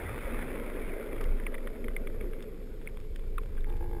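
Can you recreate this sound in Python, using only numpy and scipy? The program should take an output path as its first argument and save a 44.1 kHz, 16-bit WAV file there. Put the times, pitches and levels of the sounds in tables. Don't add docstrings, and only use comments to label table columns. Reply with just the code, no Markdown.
import sys
import numpy as np
from scipy import signal
from scipy.fft import rfft, irfft
from scipy.io import wavfile
from scipy.ndimage import uniform_filter1d

SR = 44100
rng = np.random.default_rng(int(sys.argv[2]) if len(sys.argv) > 2 else 0)


def persist_wave(psi):
    counts = np.round(np.clip(psi, -1, 1) * 32767).astype(np.int16)
    wavfile.write(sys.argv[1], SR, np.atleast_2d(counts).T)


N = 176400
T = np.arange(N) / SR

# (f/Hz, relative level/dB)
HISS_SPECTRUM = [(100, 15), (700, 11.5), (1050, 0), (1700, -0.5), (2400, 5.5), (2950, 6.5), (3600, 5.5),
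                 (4200, 2.5), (5200, 4), (7000, -11.5), (9000, -42), (13000, -14), (16000, -21)]
BUFFET_SPECTRUM = [(15, -44), (30, 0.5), (46, 8.5), (80, 0), (115, -5.5), (170, -14), (300, -30),
                   (900, -77)]
FIZZ_SPECTRUM = [(300, 6.5), (700, 2), (1000, 1.5), (1400, 3), (1750, 0), (2300, 4), (2850, -13),
                 (3500, -11), (4200, -26.5), (6500, -31.5)]
EARLY_CHURN_SPECTRUM = [(155, -19), (240, 3), (290, -5), (430, 1), (540, -3.5), (640, -9.5), (750, -22.5),
                        (1200, -59)]
LATE_CHURN_SPECTRUM = [(120, -10), (170, -5.5), (240, -2), (290, -7), (395, -1), (432, 3.5), (470, -3.5),
                       (530, -6), (620, -19), (760, -25.5), (1200, -54)]
SNAP_SPECTRUM = [(400, -22), (1200, 3), (2200, 6), (3500, -0.5), (4100, -12), (5200, -0.5), (7500, -48),
                 (16000, -32)]
CLICK_SPECTRUM = [(600, -4), (1100, 7), (2350, 2), (2950, -4.5), (3500, 0.5), (3950, -24), (7000, -37)]

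# (t/s, relative level/dB)
SHAKE_LEVELS = [(0.0, -52.5), (0.4, -33.5), (0.43, -42), (0.96, -36.5), (0.99, -49.5), (1.32, -25),
                (1.4, -34.5), (1.71, -36.5), (1.75, -49), (1.83, -34.5), (2.37, -36.5), (2.42, -44),
                (3.06, -39), (3.38, -32.5), (3.5, -43), (3.58, -29), (4.0, -36.5)]
# (t/s, churn level/dB, fizz level/dB, buffeting level/dB)
SURGE_LEVELS = [(0, -47.5, -42.5, -44.5), (.3, -42.5, -42.5, -46), (.7, -40, -46.5, -51),
                (1.05, -41, -48.5, -54.5), (1.28, -43, -50, -38.5), (1.5, -44, -54, -52),
                (1.75, -44.5, -55.5, -50.5), (1.83, -42, -58.5, -46.5), (1.98, -44.5, -58, -47),
                (2.27, -42.5, -56.5, -46.5), (2.5, -46.5, -60.5, -51.5), (3.1, -50.5, -64.5, -45.5),
                (3.62, -50, -61.5, -43.5), (4, -48.5, -64, -38.5)]
# (t/s, duration/s, initial f/Hz, final f/Hz, peak level/dB)
BIG_BUBBLES = [(0.044, 0.15, 79.3, 203, -36.5), (.26, 0.045, 537, 525, -39), (.305, .07, 231, 255, -41),
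               (2.23, 0.099, 350, 387, -42.5)]
# (t/s, peak level/dB)
REEF_SNAPS = [(0.53, -49), (1.2118, -31), (1.241, -37), (2.4257, -43.5), (3.0007, -44.5), (3.1604, -40),
              (3.769, -45.5)]
# (t/s, relative level/dB)
SLIP_LEVELS = [(3.665, -51), (3.695, -47.5), (3.75, -48.5), (3.79, -56), (3.805, -42), (3.84, -43),
               (3.89, -50), (3.925, -42.5), (4, -47.5)]
# (f/Hz, relative level/dB, T60/s)
BODY_MODES = [(347.5, 1.5, 0.14), (467, -1, 0.098), (836, 4.5, 0.04), (1310, -14, 0.028),
              (1644, -6.5, 0.039), (2100, -7, 0.014), (3530, -21, 0.025)]
# (t/s, relative peak level/dB, nominal f/Hz, T60/s)
SHORT_KNOCKS = [(0.423, -32, 2010, 0.038), (1.1289, -36, 2310, 0.018), (1.2068, -38.5, 1243, 0.091),
                (1.3986, -36, 1980, 0.015), (1.5421, -33, 2000, 0.023), (1.551, -34.5, 2270, 0.012),
                (1.581, -37.5, 1930, 0.014), (1.6721, -30, 1890, 0.019), (1.762, -45.5, 2300, 0.0099),
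                (1.8427, -35, 2130, 0.016), (1.865, -52, 1610, 0.014), (1.882, -31, 2010, 0.018),
                (2.0713, -33, 2220, 0.021), (2.0996, -42.5, 1570, 0.009), (2.2088, -36.5, 2220, 0.023),
                (2.333, -39.5, 2200, 0.014), (2.424, -43.5, 3420, 0.015), (3.382, -34.5, 2510, 0.016),
                (3.5768, -43.5, 1600, 0.047), (3.6056, -48.5, 3550, 0.022), (3.643, -41.5, 2110, 0.015),
                (3.698, -49.5, 3520, .02)]
# (ratio to its frequency, relative level/dB)
RING_MODES = [(.55, -16), (.76, -11), (0.921, -9.5), (1.003, -3), (1.12, -22), (1.5, -20)]
# (t/s, peak level/dB, final f/Hz, fraction by which f starts sharp, T60/s)
NEAR_POPS = [(1.4657, -26.5, 1880, 0.46, 0.026), (1.9642, -24.5, 2050, 0.088, 0.021),
             (2.8737, -30, 2150, 0.083, 0.013), (3.3805, -26, 1030, 0.53, .029)]

MIRROR_HZ, EDGE_HZ = 12000, 15700


def amp(db):
    return 10 ** (np.asarray(db) / 20)


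def unit(x):
    return x / np.sqrt(np.mean(x ** 2) + 1e-20)


def decay(t, t60):
    return np.exp(-np.log(1000) * t / t60)


def onset(t, rise_s):
    return 1 - np.exp(-(t / rise_s) ** 2)


def envelope(table, column=1):
    rows = np.array(table)
    return amp(np.interp(T, rows[:, 0], rows[:, column]))


def gain_at(spectrum, hz):
    f, db = np.transpose(spectrum)
    return amp(np.interp(np.log(hz + 1), np.log(f), db))


def colour(x, spectrum):
    return irfft(rfft(x) * gain_at(spectrum, np.fft.rfftfreq(len(x), 1 / SR)), len(x))


def drift(rate_hz):
    lowpass = np.exp(-(np.fft.rfftfreq(N, 1 / SR) / rate_hz) ** 2)
    return unit(irfft(rfft(rng.standard_normal(N)) * lowpass, N))


def noise(spectrum, patchy_db):
    frames = dict(nperseg=1024, noverlap=768)
    cells = signal.stft(rng.standard_normal(N), SR, **frames)[2]
    patches = uniform_filter1d(rng.standard_normal(cells.shape), size=5, axis=0)
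    patches = unit(uniform_filter1d(patches, size=8, axis=1))
    patchy = signal.istft(cells * amp(patchy_db * patches), **frames)[1][:N]
    return unit(colour(patchy, spectrum))


def impulses(per_s, spread_db):
    births = rng.random(N) < per_s / SR
    return births * amp(spread_db * np.minimum(rng.exponential(1, N), np.pi))


def ticks(spectrum, per_s, spread_db, shapes=16):
    t, out = np.arange(SR // 50) / SR, np.zeros(N)
    for _ in range(shapes):
        tick = rng.standard_normal(len(t)) * decay(t, t60=0.0099)
        out += signal.oaconvolve(impulses(per_s / shapes, spread_db), tick)[:N]
    return unit(colour(out, spectrum))


def sea():
    hiss = noise(HISS_SPECTRUM, patchy_db=1)
    far_ticks = ticks(CLICK_SPECTRUM, per_s=90, spread_db=8.5)
    return amp(-67.5) * hiss + amp(-69) * far_ticks


def flow():
    shake_hz = 24.15 * (1 + 0.106 * drift(rate_hz=12))
    shake = envelope(SHAKE_LEVELS) * unit(np.sin(2 * np.pi * np.cumsum(shake_hz) / SR))
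    buffeting = envelope(SURGE_LEVELS, column=3) * noise(BUFFET_SPECTRUM, patchy_db=0.5)
    return amp(2.5) * shake + amp(2) * buffeting


def snap(db):
    t = np.arange(SR // 20) / SR
    fall = decay(t, t60=0.014) + amp(-31) * decay(t, t60=0.016)
    sound = colour(rng.standard_normal(len(t)), SNAP_SPECTRUM) * fall
    return amp(db) * sound / abs(sound).max()


def creak(slips_per_s=57, jitter=0.06, rise_s=0.00084):
    cycles = np.cumsum(slips_per_s * (1 + jitter * drift(rate_hz=52))) / SR
    slips = np.diff(np.floor(cycles), prepend=0)
    scrape = unit(rng.standard_normal(N) * np.exp(-(cycles % 1) / 0.41)) * slips.std()
    drive = (slips + amp(-13) * scrape) * envelope(SLIP_LEVELS) * (T > SLIP_LEVELS[0][0])
    t = np.arange(SR // 10) / SR
    body = sum(amp(db) * decay(t, t60) * np.sin(2 * np.pi * hz * t) for hz, db, t60 in BODY_MODES)
    return signal.oaconvolve(drive, body * np.minimum(t / rise_s, 1))[:N]


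def knock(db, hz, t60, sag=0.093, sag_s=0.0053):
    t = np.arange(SR // 20) / SR
    pitch_hz = hz * (1 + sag * (np.exp(-t / sag_s) - 0.5))
    cycles = np.cumsum(pitch_hz) / SR
    ring = sum(amp(mode_db) * np.sin(2 * np.pi * ratio * cycles) for ratio, mode_db in RING_MODES)
    rattle = unit(colour(rng.standard_normal(len(t)), CLICK_SPECTRUM))
    sound = (ring + 0.27 * rattle) * onset(t, rise_s=0.00092) * decay(t, t60)
    return amp(db - 0.5) * sound / abs(sound).max()


def pop(db, hz, sharp, t60, sink_s=0.0027, hold_s=0.0017):
    t = np.arange(SR // 20) / SR
    pitch_hz = hz * (1 + sharp * np.exp(-t / sink_s))
    tone = np.sin(2 * np.pi * np.cumsum(pitch_hz) / SR)
    splash = unit(colour(rng.standard_normal(len(t)), CLICK_SPECTRUM))
    fall = decay(np.maximum(t - hold_s, 0), t60)
    sound = (tone + 0.21 * splash) * onset(t, rise_s=0.00064) * fall
    return amp(db) * sound / abs(sound).max()


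def gulp(length_s, from_hz, to_hz, db):
    progress = np.arange(0, 1, 1 / (length_s * SR))
    hz = from_hz + (to_hz - from_hz) * progress ** 2
    swell = np.sin(np.pi * np.sqrt(progress))
    return amp(db) * swell * np.sin(2 * np.pi * np.cumsum(hz) / SR)


def foam():
    crackle = ticks(FIZZ_SPECTRUM, per_s=450, spread_db=4.5)
    fizz = noise(FIZZ_SPECTRUM, patchy_db=3.5)
    return envelope(SURGE_LEVELS, column=2) * (amp(-2) * fizz + amp(-3.5) * crackle)


def bubbles(spectrum, lo_hz, hi_hz, per_s, spread_db, decay_cycles=9.3, rise=0.021, sizes=40):
    out = np.zeros(N)
    for hz in np.geomspace(lo_hz, hi_hz, sizes):
        age = np.arange(0, 5, hz / decay_cycles / SR)
        cycles = decay_cycles * (age + rise * age ** 2 / 2)
        tone = (1 - np.exp(-age * decay_cycles)) * np.exp(-age) * np.sin(2 * np.pi * cycles)
        ringing = signal.oaconvolve(impulses(per_s / sizes, spread_db), tone)[:N]
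        out += gain_at(spectrum, hz) * np.sqrt(hz) * ringing
    return unit(out)


def churn(settling_s=(1.75, 2.41)):
    near = bubbles(EARLY_CHURN_SPECTRUM, lo_hz=188.6, hi_hz=682.5, per_s=300, spread_db=4)
    cloud = amp(-1.5) * noise(EARLY_CHURN_SPECTRUM, patchy_db=2) + amp(-6) * near
    murmur = noise(LATE_CHURN_SPECTRUM, patchy_db=2)
    settled = np.interp(T, settling_s, [0, 1])
    return envelope(SURGE_LEVELS) * (np.sqrt(1 - settled) * cloud + np.sqrt(settled) * murmur)


def scene():
    mix = flow() + churn() + foam() + creak() + sea()
    for source, events in (snap, REEF_SNAPS), (knock, SHORT_KNOCKS), (pop, NEAR_POPS), (gulp, BIG_BUBBLES):
        for start_s, *settings in events:
            sound = source(*settings)
            span = mix[round(start_s * SR):][:len(sound)]
            span += sound[:len(span)]
    return mix[None]


def record(dry):
    nyquist_hz = MIRROR_HZ / 2
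    notched = signal.lfilter(*signal.iirnotch(nyquist_hz, Q=6, fs=SR), dry[0])
    hz = np.fft.rfftfreq(N, 1 / SR)
    slope = irfft(rfft(notched) * 1j * hz * (hz < nyquist_hz), N)
    sidebands = 2 * slope * np.cos(2 * np.pi * MIRROR_HZ * T)
    images = irfft(rfft(sidebands) / (1j * np.maximum(hz, nyquist_hz)), N)
    lowpass = signal.firwin(255, EDGE_HZ, window=("kaiser", 9), fs=SR)
    return signal.oaconvolve(notched + amp(0.5) * images, lowpass, "same")[None]


dry = scene()
out = record(dry)
persist_wave(out)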